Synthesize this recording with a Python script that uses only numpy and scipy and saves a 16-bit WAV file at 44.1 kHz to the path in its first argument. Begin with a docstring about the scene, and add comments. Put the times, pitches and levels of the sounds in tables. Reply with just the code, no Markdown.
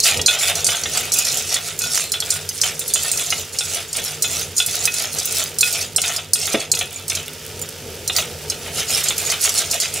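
"""A small kitchen, close to the stove: a metal spoon stirs clams in a steel pot over a rushing gas flame.
Broth sizzles on the hot base. Spoon and shells strike the pot and make it ring; each push of the spoon
swells, carries the shells and lets them settle. Brief squeaks come now and then, and the pot is set down
once. The hardest blows are rounded off, and all below about 4 kHz sounds a moment after the treble."""
import sys
import numpy as np
from scipy import signal
from scipy.fft import rfft, irfft, next_fast_len
from scipy.io import wavfile
from scipy.ndimage import map_coordinates

SR = 44100
rng = np.random.default_rng(int(sys.argv[2]) if len(sys.argv) > 2 else 0)


def digitize_waveform(pressure):
    """Quantize a signal to 16-bit integers and store it at the path in sys.argv[1].

    Rows of a 2-D input are taken as channels; values are limited to [-1, 1].
    """
    field = np.atleast_2d(pressure).T
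    bounded = np.clip(field, -1, 1)
    quanta = np.round(bounded * 32767).astype(np.int16)
    wavfile.write(sys.argv[1], SR, quanta)


N = 441000

# bending modes of the pot wall: f/Hz, level/dB, t60/s
WALL_MODES = [(1447, -7, .26), (2538, -1, .22), (2600, -7, .13), (2720, -8, .1), (2980, -11, .09),
              (3450, 1, .16), (3530, -5, .1), (3940, -5, .14), (4025, -1, .18)]
# higher modes of the steel: f/Hz, level/dB, t60/s
STEEL_MODES = [(4113, -3, .16), (4160, -1, .2), (4942, -1, .16), (5100, -5, .1), (5390, -4, .15),
               (5514, -2, .22), (5870, -5, .15), (6087, -3, .25), (6685, 1, .16), (6815, 0, .17),
               (6975, 0, .13), (7473, -2, .28), (8216, 1, .17), (8300, -3, .14), (8556, -4, .26),
               (9294, -4, .26), (9588, -2, .23), (10451, -6, .2), (10690, -7, .13), (11380, -11, .12),
               (11746, -12, .25), (13168, -17, .25), (14520, -10, .12), (14712, -12, .16)]


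def amp(db):
    """Decibels to gain."""
    return 10 ** (np.asarray(db) / 20)


def unit(x):
    """Scaled to rms 1."""
    return x / np.sqrt(np.mean(x ** 2) + 1e-20)


def unit_attack(x, seconds):
    """Scaled so that the first seconds have rms 1."""
    return x / np.sqrt(np.mean(x[:, :int(seconds * SR) + 1] ** 2) + 1e-20)


def along(points, hz):
    """A curve of (f/Hz, value) points, read on a log axis."""
    f, v = np.transpose(points)
    return np.interp(np.log(hz + 1), np.log(f + 1), v)


def wobble(rate):
    """A random drift with rate knots a second."""
    knots = rng.standard_normal(int(N * rate / SR) + 4)
    return map_coordinates(knots, [np.arange(N) * rate / SR], order=1)


def fade(t, t60):
    """Falls 60 dB in t60 seconds."""
    return np.exp(-np.log(1000) * t / t60)


def filtered(x, response):
    """x through a frequency response."""
    n = x.shape[-1]
    m = next_fast_len(n + 4096)
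    return irfft(rfft(x, m) * response(np.fft.rfftfreq(m, 1 / SR)), m)[..., :n]


def coloured(x, eq):
    """x through an EQ curve of (f/Hz, level/dB) points."""
    return filtered(x, lambda hz: amp(along(eq, hz)))


def add(track, s, sound):
    """Mixes a sound in at s seconds."""
    part = track[:, max(0, round(s * SR)):][:, :sound.shape[1]]
    part += sound[:, :part.shape[1]]


def shifting(x, draw):
    """x through a response that is drawn anew four times a second, as spoon and arm move."""
    out, step = np.zeros((2, N)), SR // 4
    for start in range(0, N, step):
        add(out, start / SR, signal.fftconvolve(x[:, start:start + step], draw(), axes=1))
    return out


def contacts(per_s, spread_db, size):
    """Random impulses, many small and a few large."""
    chance, force = rng.random(size), rng.standard_normal(size)
    return (chance < per_s / SR) * amp(spread_db * np.clip(force, -2, 2))


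def ring(modes, scatter_db, size):
    """Damped modes as (mid, side); each contact point excites them in new shares."""
    hz, db, t60 = np.transpose(modes)[:, :, None]
    t = np.arange(size) / SR
    angle = (2 * np.pi * hz * t).astype(np.float32)
    decay = amp(db + scatter_db * rng.standard_normal(hz.shape)) * fade(t, t60)
    phase = rng.uniform(0, 2 * np.pi, (2, len(hz)))
    return np.cos(phase) @ (decay * np.sin(angle)) + np.sin(phase) @ (decay * np.cos(angle))


def burner():
    """The gas flame rushes and flutters under the drone of moving air."""
    # low rush of the flame, swelling with rumbles of the pot shifting on the grate: t/s, level/dB
    rush_levels = [(0, -40.5), (.18, -31), (.3, -41.5), (.6, -35.5), (1.1, -40.5), (2.5, -42.5),
                   (4.5, -40.5), (6.9, -42), (8.6, -35.5), (9.3, -39.5)]
    # colour of the low rush: f/Hz, level/dB
    rush_eq = [(15, -55), (25, -24), (58, -9), (71, -9.5), (86, 5), (113, -9), (150, 0.5), (183, -10.5),
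               (245, -8), (278, -14.5), (435, -1), (680, -12.5), (844, -15.5), (940, -11.5), (1000, -45),
               (1300, -46), (2200, -120)]
    # steady tones of the kitchen's air flow: f/Hz, width/Hz, level/dB
    air_tones = [(95, 4.9, -45.5), (153.5, 11, -47), (250, 7, -53), (454, 16, -52), (970, 34, -61.5)]

    def air_bands(f):
        return sum(amp(db) * np.sqrt(SR / 2 / width) / (1 + ((f - hz) / (width * 2 / np.pi)) ** 2)
                   for hz, width, db in air_tones)

    rush_db = np.interp(np.arange(N) / SR, *np.transpose(rush_levels)) + 1 + 2.63 * wobble(13)
    rush = amp(rush_db) * unit(coloured(rng.standard_normal((2, N)), rush_eq))
    drone = amp(-3.5) * filtered(rng.standard_normal((2, N)), air_bands)
    return rush + drone


def sizzle():
    """Tiny bubbles of broth burst on the hot base, and a few drops spit."""
    # the sizzle is steady, hushed briefly around 6.5 s and loudest near 9 s: t/s, level/dB
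    sizzle_levels = [(0, -37.5), (5.5, -36.5), (6.3, -44), (6.7, -47), (7.0, -41.5), (7.3, -36),
                     (8.05, -36), (8.6, -35.5), (9.2, -30), (10, -36)]
    # colour of the bursting bubbles: f/Hz, level/dB
    sizzle_eq = [(500, -26), (930, -5), (1050, -3), (1250, 5.5), (1900, 4), (3000, 8), (4100, 5.5),
                 (5300, 6.5), (7200, 3.5), (11000, -1), (16000, -4)]
    pops = np.array([contacts(per_s=2500, spread_db=5.8, size=N) for _ in range(2)])
    pops *= rng.standard_normal((2, N))
    fizz = unit(pops) + 1.03 * rng.standard_normal((2, N))
    sizzle_db = np.interp(np.arange(N) / SR, *np.transpose(sizzle_levels)) + .37 * wobble(9.1)
    spits = amp(-9.5) * ticks()
    return amp(sizzle_db) * (unit(coloured(fizz, sizzle_eq)) + spits)


def ticks():
    """Sparse, very short snaps of a spitting drop or a shell's rim."""
    # colour of a snap: f/Hz, level/dB
    tick_eq = [(600, -20), (1200, -3.5), (3000, -5), (7000, -1.5), (11000, -2.5), (16000, -4)]
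    t = np.arange(SR // 300) / SR
    impulses = contacts(per_s=26, spread_db=3.5, size=N)[None]
    snaps = shifting(impulses, lambda: rng.standard_normal((2, len(t))) * fade(t, .0014))
    return unit(coloured(snaps, tick_eq))


def shell(band_hz, t60, crack, crack_t60, count, size=3000):
    """One shell struck: a crack and a few short modes that depend on its size."""
    pitches = rng.uniform(*band_hz, count)
    decays = t60 * np.exp(.5 * rng.standard_normal(count))
    modes = np.column_stack([pitches, np.zeros(count), decays])
    snap = rng.standard_normal((2, size)) * fade(np.arange(size) / SR, crack_t60)
    return unit(unit(ring(modes, scatter_db=3, size=size)) + crack * unit(snap))


def favoured(hz, centre_hz, reach_octaves=.14):
    """Near 1 for the pitches that a contact point excites best, 0 for the rest."""
    return np.exp(-.5 * (np.log2((hz + 1) / centre_hz) / reach_octaves) ** 2)


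def pot_modes(centre_hz, lift_db=7.5):
    """The pot's modes for one contact point; the higher the pitch it favours, the less the wall bends."""
    wall_db = 3 - 4.5 * np.log2(centre_hz / 3020)
    modes = [(hz, db + wall_db, t60) for hz, db, t60 in WALL_MODES] + STEEL_MODES
    return [(hz, db + lift_db * favoured(hz, centre_hz), t60) for hz, db, t60 in modes]


def buzzing(x, depth):
    """Loose shells lying on the ringing steel make its tones flutter."""
    samples = np.arange(x.shape[1])
    flutter = np.interp(samples * 330 / SR, samples, rng.standard_normal(len(samples)))
    return x * (1 + depth * flutter)


def blows():
    """Each blow clacks, knocks hollowly and rings the pot; the contact point picks the modes."""
    # spoon and shells hit the pot: t/s, clack/dB, knock/dB, ring/dB, favoured f/Hz, tilt/(dB per octave)
    hits = [(.002, -10.5, -43, -40, 6000, -7), (0.0357, -12, -22, -36, 3450, -17),
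            (.173, -18, -17, -44, 3450, -3), (.215, -15, -42, -52, 5000, -8),
            (0.2608, -5.5, -13, -15, 1900, -23), (0.428, -20, -40, -29, 2520, 3),
            (0.554, -15, -38, -41, 3450, -6), (0.6445, -11, -33.5, -24, 8300, -7),
            (.667, -9, -16, -27, 3450, -6), (.836, -15.5, -18.5, -42, 5000, -13),
            (0.974, -12, -30, -38, 8300, -4), (1.1196, -12.5, -44, -26, 6950, -7),
            (1.137, -10, -32, -31, 2540, 4), (1.187, -8.5, -31, -29, 2540, 3),
            (1.249, -16, -22, -31, 5400, -6), (1.371, -15.5, -33, -32, 7470, 0),
            (1.5425, -11.5, -18, -33, 3520, -7), (1.79, -15, -42, -32.5, 1450, 3),
            (1.818, -16, -37, -28.5, 1450, -6), (2.1188, -12.5, -19, -26, 3480, 1),
            (2.2024, -14, -18.5, -39, 3450, -6), (2.304, -11, -30, -23.5, 8100, -4),
            (2.4902, -14.5, -32, -50, 9500, 0), (2.615, -8, -15.5, -26.5, 6800, -6),
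            (2.7933, -15, -28, -45, 3450, 8), (2.879, -16, -30, -42, 3450, 6),
            (2.9375, -8, -20, -23, 7300, 2), (3.1157, -12.5, -45, -25.5, 7470, 6),
            (3.174, -17, -44, -29, 3430, -3), (3.3035, -13.5, -14, -34, 6800, -9),
            (3.587, -12.5, -24, -28, 3540, -9), (3.9298, -18, -25, -44, 5000, -3),
            (3.968, -15.5, -22, -58, 6800, 7), (4.2228, -9.5, -19, -24, 3800, 6),
            (4.566, -22, -35, -24, 7040, 3), (4.581, -17, -23, -19, 3280, 2),
            (4.6626, -13, -30, -31, 3450, 5.5), (4.854, -8, -17, -26, 2540, 3),
            (4.9399, -17, -31, -30, 4330, -1), (5.256, -13, -36, -37, 1450, 19),
            (5.5862, -12, -48, -31, 9300, -3), (5.6087, -8, -24, -17.5, 2150, -1),
            (5.726, -17, -33, -34, 3450, 5), (5.962, -8, -16.5, -26, 5430, -2),
            (6.0169, -12, -17.5, -28, 2540, -2), (6.163, -15, -47, -48, 6800, -4),
            (6.3338, -5, -23, -24, 9300, -1), (6.4554, -23.5, -22.5, -32, 7400, -8),
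            (6.6035, -20.5, -40, -45, 6800, -10), (6.7165, -5.5, -22, -31, 2540, -6.5),
            (6.7498, -17, -25, -32, 6800, -7), (6.79, -14.5, -16.5, -36, 2760, -6),
            (7.081, -20.5, -22.5, -38, 3450, 1), (7.098, -13, -23, -38, 6800, -7),
            (7.1517, -14.5, -23.5, -46, 2750, -7), (7.26, -32, -28.5, -53, 2750, -1),
            (7.6156, -22.5, -34, -54, 7470, 9), (8.077, -14.5, -14.5, -29, 4200, -1),
            (8.1642, -8.5, -14.5, -35, 1900, -15), (8.4993, -12.5, -27, -38, 5470, -10.5),
            (9.0397, -15, -37, -41, 8300, 0), (9.085, -10.5, -16.5, -41, 6800, -6),
            (9.18, -14.5, -42, -38, 2540, 1), (9.301, -14, -18, -28, 5400, -5),
            (9.3187, -16, -21, -44, 3450, -3), (9.415, -17, -34, -35, 6800, 8),
            (9.493, -13.5, -31.5, -41, 6800, -4), (9.7119, -13.5, -21, -29.5, 5600, -2),
            (9.8012, -13, -26, -41, 5500, 0), (9.9393, -18, -39, -40, 4970, 2)]
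    # colour of the sharp clack: f/Hz, level/dB
    clack_eq = [(2500, -57), (3800, -5), (4400, -2.5), (6800, 2), (8300, 1.5), (10000, 0.5), (12500, -5.5),
                (16000, -4.5)]
    # colour of the hollow knock: f/Hz, level/dB
    knock_eq = [(150, -30), (400, -8), (700, 7), (1000, -5), (1350, 6), (1800, -5.5), (2600, -0.5),
                (3600, 4.5), (4100, -2), (5500, -36)]
    out = np.zeros((2, N))
    for s, clack_db, knock_db, ring_db, centre_hz, tilt in hits:
        edge = shell((4000, 13000), t60=.045, crack=.9, crack_t60=.04, count=22)
        hollow = shell((1800, 4000), t60=.06, crack=1.1, crack_t60=.07, count=12)
        clack = coloured(edge, [(hz, db + tilt * np.log2(hz / 7000)) for hz, db in clack_eq])
        knock = filtered(hollow, lambda hz: amp(along(knock_eq, hz) + 3 * favoured(hz, centre_hz)))
        steel = buzzing(ring(pot_modes(centre_hz), scatter_db=3, size=13000), depth=.41)
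        add(out, s, amp(clack_db - 3.5) * unit_attack(clack, .0077))
        add(out, s, amp(knock_db - 5.5) * unit_attack(knock, .018))
        add(out, s, amp(ring_db) * unit_attack(steel, .08))
    return out


def push(t, swell, carry):
    """Envelope in dB of one push: the spoon bites, gathers shells, carries them and stops."""
    bite_db, settle_db = -8, -13.5
    bite_rate, slip_rate, stop_rate, settle_rate = 700, 5, 184, 69  # dB/s
    rise = bite_db * (1 - np.clip(t / swell, 0, 1)) + bite_rate * np.minimum(t, 0)
    slip = slip_rate * np.clip(t - swell, 0, carry)  # shells slide off the moving spoon
    after = np.maximum(t - swell - carry, 0)
    fall = np.maximum(-stop_rate * after, settle_db - settle_rate * after)  # the heap goes on settling
    return rise - slip + fall


def stirring():
    """Envelopes in dB of scraping and tumbling; the strongest push of the moment drives the heap."""
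    # pushes of the spoon: t/s, swell/s, carry/s, edges scraping/dB, hollow shells tumbling/dB
    strokes = [(.005, 0.052, 0.052, -16.5, -20.5), (.285, 0.022, 0.025, -21.5, -19.5),
               (.375, 0.024, 0.086, -18.5, -21.5), (.53, 0.026, 0.043, -25, -28.5),
               (.645, .035, 0.086, -22.5, -24), (.86, 0.098, 0.032, -21.5, -24.5),
               (1.0, 0.028, 0.045, -28.5, -30), (1.127, .035, .26, -21, -28),
               (1.46, 0.057, 0.017, -21.5, -26), (1.62, 0.015, 0.048, -26, -30),
               (1.79, 0.057, 0.031, -25.5, -35.5), (1.88, 0.077, 0.045, -18.5, -28),
               (2.115, 0.012, 0.011, -29, -33), (2.205, 0.057, 0.12, -28, -33),
               (2.53, 0.038, .008, -28.5, -44), (2.615, 0.015, 0.053, -22.5, -29.5),
               (2.775, 0.017, 0.016, -28.5, -42), (2.85, 0.04, 0.018, -26.5, -50),
               (2.94, 0.12, .03, -21.5, -29), (3.13, 0.032, 0.23, -25, -32.5),
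               (3.525, 0.011, 0.0084, -28, -32), (3.58, .03, 0.049, -27.5, -33.5),
               (3.67, 0.08, .012, -22.5, -27), (3.931, 0.033, 0.017, -25, -29),
               (4.0, 0.036, 0.079, -25.5, -33.5), (4.225, 0.11, .065, -22, -30.5),
               (4.565, 0.026, 0.017, -22.5, -36), (4.65, 0.071, 0.12, -24, -31.5),
               (4.92, 0.095, 0.013, -20.5, -26), (5.12, 0.072, .008, -21.5, -28.5),
               (5.25, 0.1, 0.064, -20, -28), (5.615, 0.028, .04, -21.5, -30),
               (5.715, 0.023, .06, -20.5, -29), (6.01, 0.033, 0.037, -20, -24.5),
               (6.1, 0.027, 0.043, -28.5, -30), (6.355, 0.051, 0.083, -24.5, -30),
               (6.495, 0.033, 0.0055, -25, -24), (6.57, 0.027, 0.026, -30, -32),
               (6.755, .04, .006, -26, -31), (6.88, 0.025, 0.082, -37, -36.5),
               (7.08, 0.065, .025, -31, -31.5), (8.13, .03, 0.019, -21.5, -24),
               (8.49, 0.054, .02, -38.5, -45), (8.605, 0.038, .02, -32.5, -31.5),
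               (8.732, 0.039, 0.02, -22.5, -26), (8.881, 0.056, 0.021, -15.5, -22.5),
               (9.01, 0.035, 0.044, -23.5, -29), (9.16, 0.042, 0.11, -24.5, -30),
               (9.41, 0.029, 0.021, -15.5, -25), (9.53, 0.044, .025, -17.5, -24),
               (9.704, 0.024, 0.016, -20.5, -25), (9.79, 0.027, 0.019, -21, -27.5),
               (9.915, 0.047, .015, -26, -28.5)]
    t = np.arange(0, N, SR // 1000) / SR
    pushes = [np.add.outer(db, push(t - s, swell, carry)) for s, swell, carry, *db in strokes]
    uneven_db = 1.4 * wobble(70)  # shells catch and give way
    return [np.interp(np.arange(N) / SR, t, db) + uneven_db for db in np.max(pushes, axis=0)]


def rattle(band_hz, t60, crack, wash, shells=600):
    """One shell after another chatters briefly over the wash of countless wet, rubbing edges."""
    chatter, window = np.zeros((2, N)), np.hanning(SR // 12)
    for s in (np.arange(shells) + rng.random(shells)) / shells * N / SR:
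        touches = window * contacts(per_s=300, spread_db=4, size=len(window))
        body = shell(band_hz, t60, crack, crack_t60=.0041, count=14, size=600)
        add(chatter, s - len(window) / SR / 2, signal.fftconvolve(touches[None], body, axes=1))
    return unit(chatter) + wash * rng.standard_normal((2, N))


def singing(drive, modes):
    """The steel sings along with the shells that rub over it."""
    steel = shifting(drive[:1], lambda: ring(modes, scatter_db=3, size=12000))
    return drive.std() * unit(steel)


def heap():
    """The spoon drives the shells over each other and along the steel; now and then a rim snaps free."""
    # colour of scraping shell edges: f/Hz, level/dB
    scrape_eq = [(2500, -25.5), (3700, 1), (4300, -2), (5500, -0.5), (7000, 0.5), (9000, -4.5), (10500, -5),
                 (12500, -12.5), (16000, -11.5)]
    # colour of tumbling hollow shells: f/Hz, level/dB
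    tumble_eq = [(150, -49), (400, -15), (680, 7), (1000, -9), (1350, 2.5), (1650, -10), (2000, -3.5),
                 (2600, 0), (3600, -1.5), (4200, 1), (5500, -26)]
    scrape_db, tumble_db = stirring()
    edges = rattle((4000, 13000), t60=.024, crack=.9, wash=.39)
    hollows = rattle((1500, 4000), t60=.029, crack=1.5, wash=.35)
    scrape = amp(scrape_db - 1.2) * unit(coloured(edges, scrape_eq))
    tumble = amp(tumble_db - 1.28) * unit(coloured(hollows, tumble_eq))
    steel = amp(-15) * singing(scrape, STEEL_MODES)
    wall = amp(-17.5) * singing(tumble, WALL_MODES)
    rim_snaps = amp(scrape_db - 11) * ticks()
    return scrape + tumble + steel + wall + rim_snaps


def kitchen():
    """The brief echo of hard walls, as an impulse response."""
    # decay of the room: f/Hz, t60/s
    decays = [(200, 0.23), (2000, 0.34), (8000, 0.032), (15000, 0.26)]
    hz, t, noise = signal.stft(rng.standard_normal((2, SR // 4)), SR, nperseg=256)
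    tail = signal.istft(noise * fade(t, along(decays, hz)[:, None]), SR, nperseg=256)[1]
    predelay = SR // 300
    return np.pad(tail / np.linalg.norm(tail[0]), ((0, 0), (predelay, 0)))


def squeaks():
    """Brief rough tones: squeaks near 7 kHz and one faint, very high whistle."""
    # the squeaks and the whistle: t/s, f/Hz, level/dB
    tones = [(3.888, 7040, -42), (4.252, 6800, -33), (6.959, 7000, -37), (7.615, 7140, -35),
             (8.165, 15100, -31), (9.262, 6900, -29)]
    out, t = np.zeros((2, N)), np.arange(SR // 8) / SR
    attack = 1 - fade(t, .0083)
    for s, hz, db in tones:
        tone = buzzing(ring([(hz, 0, .09)], scatter_db=0, size=len(t)), depth=.52)
        add(out, s, amp(db) * unit_attack(tone * attack, .085))
    return out


def set_down():
    """The pot's base lands on the iron grate with a dull clunk."""
    # the landing: t/s, level/dB
    landings = [(6.523, -16)]
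    # modes of the pot on the grate: f/Hz, level/dB, t60/s
    grate_modes = [(215, -12, .1), (290, -8, .1), (344, -4, 0.13), (424, 0, 0.12), (525, 10, 0.043),
                   (680, 4, .08), (860, -20, 0.06), (1330, -10, .08), (2240, -6, .05), (2720, -6, 0.084),
                   (3510, -1, 0.14)]
    # colour of the thud: f/Hz, level/dB
    thud_eq = [(30, -40), (80, -18), (200, -4), (650, 5.5), (1100, -23), (3500, -20), (4500, -45)]
    out, t = np.zeros((2, N)), np.arange(SR // 4) / SR
    for s, db in landings:
        thud = unit(coloured(rng.standard_normal((2, len(t))), thud_eq) * fade(t, .13))
        grate = unit(ring(grate_modes, scatter_db=.99, size=len(t)))
        add(out, s, amp(db) * unit_attack(thud + .95 * grate, .029))
    return out


def scene():
    """The stereo mix: the pot stands a little to the right, and only its treble spreads wide."""
    # stereo width: f/Hz, side over mid/dB
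    width = [(30, -10), (80, -23.5), (200, -15.5), (1200, -16), (2500, -26.5), (4000, -13), (6000, -9),
             (9000, -4.5), (14000, -3.5)]
    # stereo balance: f/Hz, left over right/dB
    balance = [(100, -1.3), (350, 1.7), (800, -1.2), (3000, 0), (6000, -2), (10000, -2.7)]
    pot = blows() + heap() + squeaks() + set_down()
    room = amp(-12) * shifting(pot, kitchen)
    mid, side = pot + room + sizzle() + burner()
    side = coloured(side, width)
    stereo = np.array([mid + side, mid - side])
    return filtered(stereo, lambda hz: amp(np.outer([.5, -.5], along(balance, hz))))


def record(dry):
    """The band below the crossover arrives late; peaks are rounded off and the very top is cut."""
    crossover_hz, lag_s, top_hz = 4020, .0212, 15750

    def late_lows(hz):
        low = 1 / (1 + (hz / crossover_hz) ** 36)
        return 1 - low + low * np.exp(-2j * np.pi * hz * lag_s)

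    lead = round(lag_s * SR)
    under_way = np.pad(dry, ((0, 0), (lead, 0)), "reflect")  # the lows sound from the first instant
    staggered = filtered(under_way, late_lows)[:, lead:]
    rounded = staggered / (1 + staggered ** 6) ** (1 / 6)
    return filtered(rounded, lambda hz: 1 / (1 + (hz / top_hz) ** 200))


dry = scene()
out = record(dry)
digitize_waveform(out)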